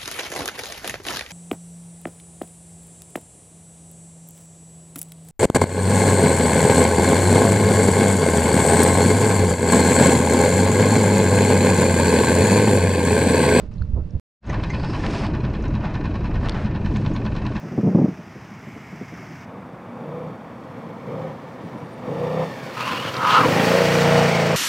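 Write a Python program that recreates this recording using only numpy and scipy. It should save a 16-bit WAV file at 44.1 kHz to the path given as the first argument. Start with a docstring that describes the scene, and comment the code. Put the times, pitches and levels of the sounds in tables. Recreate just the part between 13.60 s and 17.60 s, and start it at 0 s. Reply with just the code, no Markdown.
"""Under the sea beside a small boat: a dull slosh, a few ringing bubbles and the far hum of the motor.
The sound breaks off, and after a short silence the deck fades in. There the motor chugs about ten
times a second: knocks clatter in its casing, the exhaust pops, and the hull thumps and drones.
Wind rumbles on the microphone while water washes, slaps, fizzes and drips along the side."""
import sys
import numpy as np
from scipy import signal
from scipy.fft import rfft, irfft
from scipy.io import wavfile
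from scipy.ndimage import map_coordinates

SR = 44100
rng = np.random.default_rng(int(sys.argv[2]) if len(sys.argv) > 2 else 0)


def master(y):
    """Save y as 16-bit WAV."""
    cut = np.clip(np.atleast_2d(y).T, -1, 1)
    pcm = np.round(cut * 32767)  # scale
    wavfile.write(sys.argv[1], SR, pcm.astype(np.int16))


N = 176400


def undb(db):
    """Decibels to gain."""
    return 10 ** (np.asarray(db) / 20)


def unit(x):
    """Scale to rms 1."""
    return x / np.sqrt(np.mean(x ** 2))


def clock():
    """Time of each sample in seconds."""
    return np.arange(N) / SR


def noise():
    """Fresh white noise."""
    return rng.standard_normal(N)


def fader(rows):
    """Gain that rides through rows of time_s, level_db."""
    rows = np.array(rows)
    return undb(np.interp(clock(), rows[:, 0], rows[:, 1]))


def wander(rate_hz):
    """Smooth random drift with a spread near 1."""
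    knots = rng.standard_normal(8192)
    return map_coordinates(knots, [clock() * rate_hz + 2], order=3, mode="wrap")


def grains(spread_db, one_in):
    """Dense tiny impacts of uneven size, scattered over the samples; rms 1."""
    impacts = noise() * (rng.random(N) < 1 / one_in)
    return unit(impacts * undb(spread_db * np.minimum(rng.exponential(size=N), 6)))


def eq(x, points):
    """Minimum-phase EQ through points of freq_hz, gain_db; rms 1."""
    hz, db = np.array(points).T
    freqs = np.arange(N // 2 + 1) * SR / N + 1
    gain = undb(np.interp(np.log(freqs), np.log(hz), db))
    cepstrum = irfft(np.log(gain), N)
    cepstrum[1:N // 2] *= 2
    cepstrum[N // 2 + 1:] = 0
    return unit(irfft(rfft(x) * np.exp(rfft(cepstrum)), N))


def ring(x, modes):
    """Steep-sided resonances driven by x; rms 1."""
    f = np.arange(N // 2 + 1) * SR / N + 1
    response = sum(undb(db) / (1 + 1j * (f * f - hz * hz) / (f * width)) ** 2 for hz, width, db in modes)
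    return unit(irfft(rfft(x) * response, N))


def swell(peak_s, rise_s, fall_s):
    """Envelope with a rounded attack and an exponential tail."""
    t = clock() - peak_s
    return np.exp(-np.where(t < 0, (t / rise_s) ** 2, t / fall_s))


def surges(rows):
    """One envelope from several swells, each at its own level."""
    return sum(undb(db) * swell(at, rise, fall) for at, rise, fall, db in rows)


def plop(at, hz, db, decay, glide_per_s):
    """A ringing pocket of air whose pitch rises as it fades."""
    t = np.clip(clock() - at, 0, 12 * decay)
    envelope = undb(db) * np.exp(-t / decay) * (1 - np.exp(-2 * hz * t))
    return envelope * np.sin(2 * np.pi * hz * t * (1 + glide_per_s * t / 2))


# Heave of the slosh: time_s, relative_db
SLOSH_FADER = [(0.0, -31.5), (0.052, -29.5), (0.238, -22.5), (0.258, -26), (0.376, -19.5), (0.446, -25.5),
               (0.528, -28), (0.546, -15), (0.595, -30.5)]
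# Its bass-heavy tone: freq_hz, gain_db
SLOSH_EQ = [(15, 3), (35, -2), (70, 7.5), (110, -1.5), (200, -6), (320, -28.5), (600, -36), (4000, -100)]
# Deep gulps of air: start_s, pitch_hz, relative_db, decay_s
GULP_HITS = [(0.211, 65, -7.5, 0.011), (0.334, 59.4, -9, 0.028), (0.55, 83.7, -11.5, 0.0047)]
# Short gurgles: peak_s, rise_s, fall_s, relative_db
GURGLE_SWELLS = [(0.033, 0.0057, 0.018, -36.5), (.385, 0.027, 0.021, -31), (0.55, 0.01, 0.025, -40.5)]
# Their muffled tone: freq_hz, gain_db
GURGLE_EQ = [(100, -1), (250, 1), (500, -2), (800, -16.5), (1200, -24), (3000, -72)]

def slosh():
    """Water heaves dully, with gurgles and gulps from big pockets of air."""
    heave = fader(SLOSH_FADER) * undb(-3.5) * eq(noise(), SLOSH_EQ)
    gulps = sum(plop(*row, glide_per_s=1.3) for row in GULP_HITS)
    gurgles = surges(GURGLE_SWELLS) * eq(noise(), GURGLE_EQ)
    return heave + gulps + gurgles


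# The motor heard through the water: pitch_hz, relative_db
HUM_PARTIALS = [(312, -55.5), (383, -66.5), (476, -55.5), (595, -59), (2690, -75)]

def far_hum():
    """The motor carries through the water as a few wavering tones."""
    return sum(undb(db) * np.sin(2 * np.pi * hz * clock() + 2.2 * wander(18)) for hz, db in HUM_PARTIALS)


# Fine underwater hiss: time_s, relative_db
HISS_FADER = [(0.0, -49), (0.108, -66.5), (0.116, -57), (.3, -62), (0.58, -62.5)]
# Its soft-topped tone: freq_hz, gain_db
HISS_EQ = [(400, 2), (900, 8.5), (3300, -6), (4400, -6), (6500, -14), (10000, -27), (14000, -41)]

def underwater():
    """Slosh, hum and low eddies lean to the right, inside a wide, grainy hiss."""
    body = slosh() + far_hum()
    eddy_eq = [(60, 10), (200, 2.5), (600, -13), (6000, -74)]  # freq_hz, gain_db
    eddies = undb(-43) * np.array([eq(noise(), eddy_eq) for _ in range(2)])
    mid, side = (fader(HISS_FADER) * eq(grains(spread_db=1, one_in=4), HISS_EQ) for _ in range(2))
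    left_right = np.array([[1], [-1]])
    pan_db, width = -6.5, .59
    return (body + eddies) * undb(left_right * pan_db / 2) + mid + width * left_right * side


# Bubbles below, then drips on deck: start_s, pitch_hz, relative_db, decay_s
BUBBLE_HITS = [(0.122, 2500, -51, 0.0032), (.14, 5450, -53.5, 0.0021), (.182, 4100, -56, 0.0072),
               (0.22, 1420, -37, 0.0027), (0.222, 4250, -49.5, 0.0039), (0.397, 1280, -57, 0.02),
               (0.508, 5460, -54.5, 0.0013), (.867, 6500, -55, .008), (0.898, 1960, -32, 0.0086),
               (0.897, 6100, -43, 0.008), (0.942, 1750, -32.5, 0.0083), (1.102, 2050, -29.5, 0.014),
               (1.103, 6200, -42, 0.0064), (2.025, 6000, -50, 0.0049), (2.082, 5900, -48, 0.0032),
               (2.888, 4360, -39, 0.0023), (2.921, 4300, -37.5, 0.0038), (3.37, 6600, -42.5, 0.0016),
               (3.539, 6500, -50, .008)]

def bubbles():
    """Each bubble rings briefly, with a wet spatter around its pitch."""
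    out = np.zeros(N)
    for at, hz, db, decay in BUBBLE_HITS:
        band = signal.butter(3, [hz * .85, hz * 1.15], "band", fs=SR, output="sos")
        spatter = undb(db - 6) * swell(at + .00033, .0027, decay) * unit(signal.sosfilt(band, noise()))
        out += plop(at, hz, db + 1, decay, glide_per_s=1.8) + spatter
    return out


FIRST_BEAT_S, BEAT_HZ = .944, 9.925
# Knocks within one engine cycle: lag_s, relative_db, rise_s, decay_s
CYCLE_KNOCKS = [(-.012, 0, 0.0043, 0.0044), (0, 0, 0.0038, 0.008), (0.013, -7, .003, .012),
                (0.053, -3.5, 0.0028, 0.0051)]

def knock_force(beats, jitter_s=.0007, scatter_db=.6, floor_db=-18):
    """Force on the casing: a slightly uneven cluster of knocks each cycle, over steady running."""
    t = clock()
    power = np.full(N, undb(floor_db) ** 2)
    for beat in beats:
        near = slice(int((beat - .5 / BEAT_HZ) * SR), int((beat + 2 / BEAT_HZ) * SR))
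        for lag, db, rise, decay in CYCLE_KNOCKS:
            late, hard = rng.standard_normal(2)
            age = t[near] - beat - lag - jitter_s * late
            envelope = np.exp(np.where(age < 0, age / rise, -age / decay))
            power[near] += (undb(db + scatter_db * hard) * envelope) ** 2
    return np.sqrt(power)


# Casing resonances: pitch_hz, width_hz, gain_db
CASING_MODES = [(621, 214, 0), (861, 67, 6), (990, 128, 8), (1077, 92, 1), (1500, 120, 2), (1624, 47, 1.5),
                (1796, 91, 2), (2174, 300, -9), (2450, 100, -2), (2627, 78, -2), (3025, 77, -7.5),
                (3347, 58, -9.5), (3856, 68, -9.5), (4118, 185, -11.5)]
# Dry rattle of the knocks: freq_hz, gain_db
RATTLE_EQ = [(200, -0.5), (500, 7), (750, -9), (1300, -13.5), (2000, -5.5), (3200, -16), (4300, -14),
             (5200, -12.5), (6200, -21), (7500, -32.5), (10000, -45.5), (12500, -78)]
# Ride on the whole clatter: time_s, gain_db
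CLATTER_FADER = [(.9, 1), (1.45, 2), (1.8, -2), (2.1, -3.5), (2.4, -0.5), (2.75, -2), (3.2, -3), (4, -0.5)]

def clatter(beats):
    """The knocks ring the motor's casing and rattle it."""
    force = knock_force(beats)
    casing = undb(-39) * ring(force * np.sign(noise()), CASING_MODES)
    rattle = undb(-47) * eq(force * noise(), RATTLE_EQ)
    return fader(CLATTER_FADER) * (casing + rattle)


def pushes(moments, edge_s=.0005, jitter_s=.0004, scatter_db=1.2):
    """A short push of pressure at each moment, none quite like the last."""
    chance = rng.standard_normal((len(moments), 2))
    return sum(undb(scatter_db * hard) * swell(at + jitter_s * late, edge_s, edge_s)
               for at, (late, hard) in zip(moments, chance))


# Hull resonances: pitch_hz, width_hz, gain_db
HULL_MODES = [(126.6, 21, 4.5), (161, 73, 2), (205.8, 33.5, -0.5), (255.4, 66, -9.5)]
# Boom of the hull at each stroke: pitch_hz, width_hz, gain_db
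THUMP_MODES = [(136, 74, -2), (204.6, 20.2, 5.5)]
# Ride on the whole hull: time_s, relative_db
HULL_FADER = [(.9, -38.5), (1.3, -34.5), (1.8, -33.5), (2.2, -33.5), (2.6, -38), (3.0, -33), (3.35, -29.5),
              (4, -33)]

def hull(beats, throb_depth=.45, lead_s=.01175, harmonic=12):
    """The hull throbs and thumps with each stroke, and drones on a harmonic of the engine's beat."""
    cycle = 2 * np.pi * BEAT_HZ * (clock() - FIRST_BEAT_S + lead_s)
    throb = undb(4) * ring((1 + throb_depth * np.cos(cycle)) * noise(), HULL_MODES)
    drone = undb(1.5 + 1.5 * wander(6.48)) * np.sin(harmonic * cycle + .5 * wander(5.2))
    thumps = undb(-2) * ring(pushes(beats - .021), THUMP_MODES)
    return fader(HULL_FADER) * (throb + drone + thumps)


# Strength of the clacks: time_s, level_db
CLACK_FADER = [(.9, -40), (2.0, -42), (2.45, -41.5), (3.1, -45), (3.35, -33), (4, -35)]
# Their metallic tone: freq_hz, gain_db
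CLACK_EQ = [(300, -6.5), (1000, 0.5), (2800, 3), (4200, 2), (5300, -10.5), (7000, -18.5), (12000, -51)]

def clacks(beats):
    """A bright metal clack tops each main knock."""
    strikes = sum(swell(beat, rise_s=.002, fall_s=.004) for beat in beats)
    return fader(CLACK_FADER) * strikes * eq(noise(), CLACK_EQ)


# Exhaust resonances: pitch_hz, width_hz, gain_db
EXHAUST_MODES = [(315, 78, 3.5), (389.3, 60, 1), (512, 230, -6), (606, 39, -8.5)]

def exhaust(beats, lag_s=.038):
    """Just after each main knock, a pop of pressure and a puff of gas ring the exhaust."""
    flow = sum(swell(beat + lag_s, rise_s=.002, fall_s=.022) for beat in beats)
    puffs = undb(-41.5) * ring(flow * noise(), EXHAUST_MODES)
    pops = undb(-39.5) * ring(pushes(beats + lag_s), EXHAUST_MODES)
    return puffs + pops


# Gusts: time_s, relative_db
WIND_FADER = [(0.93, -27), (1.34, -31), (2.37, -26.5), (3.32, -29), (3.58, -30), (3.96, -33.5)]
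# Their low rumble: freq_hz, gain_db
WIND_EQ = [(8, -26), (24, -8.5), (50, -7), (90, -7), (250, -20), (500, -34), (6000, -110)]

def wind():
    """Wind buffets the microphone."""
    return fader(WIND_FADER) * undb(4 + wander(7.7)) * eq(noise(), WIND_EQ)


# Breaking wavelets: peak_s, rise_s, fall_s, relative_db
WAVELET_SWELLS = [(.93, 0.12, 0.08, -35), (1.35, 0.01, 0.054, -43), (1.447, 0.011, 0.026, -29),
                  (1.57, 0.094, 0.078, -37), (1.65, 0.022, 0.017, -33), (2.245, 0.029, 0.083, -33.5),
                  (2.834, 0.0067, 0.012, -32.5), (2.865, 0.015, 0.037, -33), (2.95, 0.039, 0.13, -33.5)]
# Their splashy midrange: freq_hz, gain_db
WAVELET_EQ = [(150, 6), (400, 17), (600, 22), (2000, 11), (3200, 0.5), (5200, -10), (7000, -24),
              (12000, -59)]

def wavelets():
    """Small waves break in surges of grainy foam."""
    return surges(WAVELET_SWELLS) * eq(grains(spread_db=1.5, one_in=5), WAVELET_EQ)


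# Bursts of spray: time_s, relative_db
SPRAY_FADER = [(.88, -60), (.97, -67), (1.15, -65), (1.42, -56), (1.57, -49), (1.66, -57), (1.69, -68.5),
               (2.78, -70), (2.86, -59), (2.92, -68), (3.01, -59), (3.1, -73.5), (3.35, -62.5),
               (3.65, -66.5), (4, -64.5)]
# Their bright tone: freq_hz, gain_db
SPRAY_EQ = [(500, -16), (2200, 8), (5200, 2.5), (6500, -2.5), (8000, -9), (10000, -16), (12500, -34.5),
            (15000, -40.5)]

def spray():
    """Countless fine droplets merge into a hiss."""
    droplets = eq(grains(spread_db=1.5, one_in=5), SPRAY_EQ)
    return fader(SPRAY_FADER) * undb(9 + .5 * wander(60)) * droplets


# Swell of the wash: time_s, relative_db
WASH_FADER = [(0.9, -88), (1.01, -36.5), (1.5, -29), (1.95, -33), (4.0, -35.5)]
# Its low-mid body: freq_hz, gain_db
WASH_EQ = [(100, -3), (300, 3.5), (480, -5.5), (750, -6.5), (1100, -11.5), (1800, -19.5), (2700, -20),
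           (3500, -42), (7000, -100)]

def wash():
    """Water churns along the side, its level flickering."""
    churn = eq(grains(spread_db=1.5, one_in=5), WASH_EQ)
    return fader(WASH_FADER) * undb(-3 + 1.3 * wander(25.28)) * churn


# Path of the fizz: time_s, relative_db, centre_hz
FIZZ_SWEEP = [(1.0, -66, 4900), (1.1, -50, 4952.5), (1.2, -47.5, 5046), (1.31, -43, 5296),
              (1.39, -54, 5410), (1.65, -41, 5105), (1.76, -71, 4998.5)]
# Its noise bands: centre_ratio, width_hz, gain_db
FIZZ_LAYERS = [(0.889, 453, -8), (1, 337, -8.5), (1.578, 700, -25.5)]

def fizz():
    """Spray fizzes in narrow bands of hiss that slide together."""
    times, _, centre_hz = np.array(FIZZ_SWEEP).T
    phase = 2 * np.pi * np.cumsum(np.interp(clock(), times, centre_hz)) / SR
    bands = sum(undb(db) * (wander(hz) * np.cos(ratio * phase) + wander(hz) * np.sin(ratio * phase))
                for ratio, hz, db in FIZZ_LAYERS)
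    return fader(FIZZ_SWEEP) * bands


# Slaps of water: peak_s, level_db, decay_s
SLAP_HITS = [(1.038, -27, .002), (1.465, -23, 0.0013), (1.666, -29, .002), (2.887, -23, .0012),
             (2.895, -17.5, 0.0016)]
# Their hard tone: freq_hz, gain_db
SLAP_EQ = [(200, -4), (600, 4), (1000, 4), (2200, 1.5), (4500, -2), (6500, -15), (9000, -22), (13000, -46)]

def slaps():
    """Water smacks the side in very short, sharp bursts."""
    envelope = sum(undb(db) * swell(at, .00017, decay) for at, db, decay in SLAP_HITS)
    return envelope * eq(noise(), SLAP_EQ)


def scene():
    """Under water in stereo, a hard cut to silence, then the deck, the same in both ears."""
    t = clock()
    cut_s, deck_in_s, fade_s = .598, .802, .1
    below = (t < cut_s) * underwater()
    beats = FIRST_BEAT_S + np.arange(-1, N / SR * BEAT_HZ) / BEAT_HZ
    motor = clatter(beats) + hull(beats) + clacks(beats) + exhaust(beats)
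    deck = motor + wind() + wavelets() + spray() + wash() + fizz() + slaps()
    fade_in = np.clip((t - deck_in_s) / fade_s, 0, 1) ** 2.6
    return below + fade_in * deck + bubbles()


def record(dry):
    """The camera rolls off the top of the treble steeply."""
    top_hz = 14000
    return signal.sosfilt(signal.ellip(8, .2, 70, top_hz, fs=SR, output="sos"), dry)


dry = scene()
out = record(dry)
master(out)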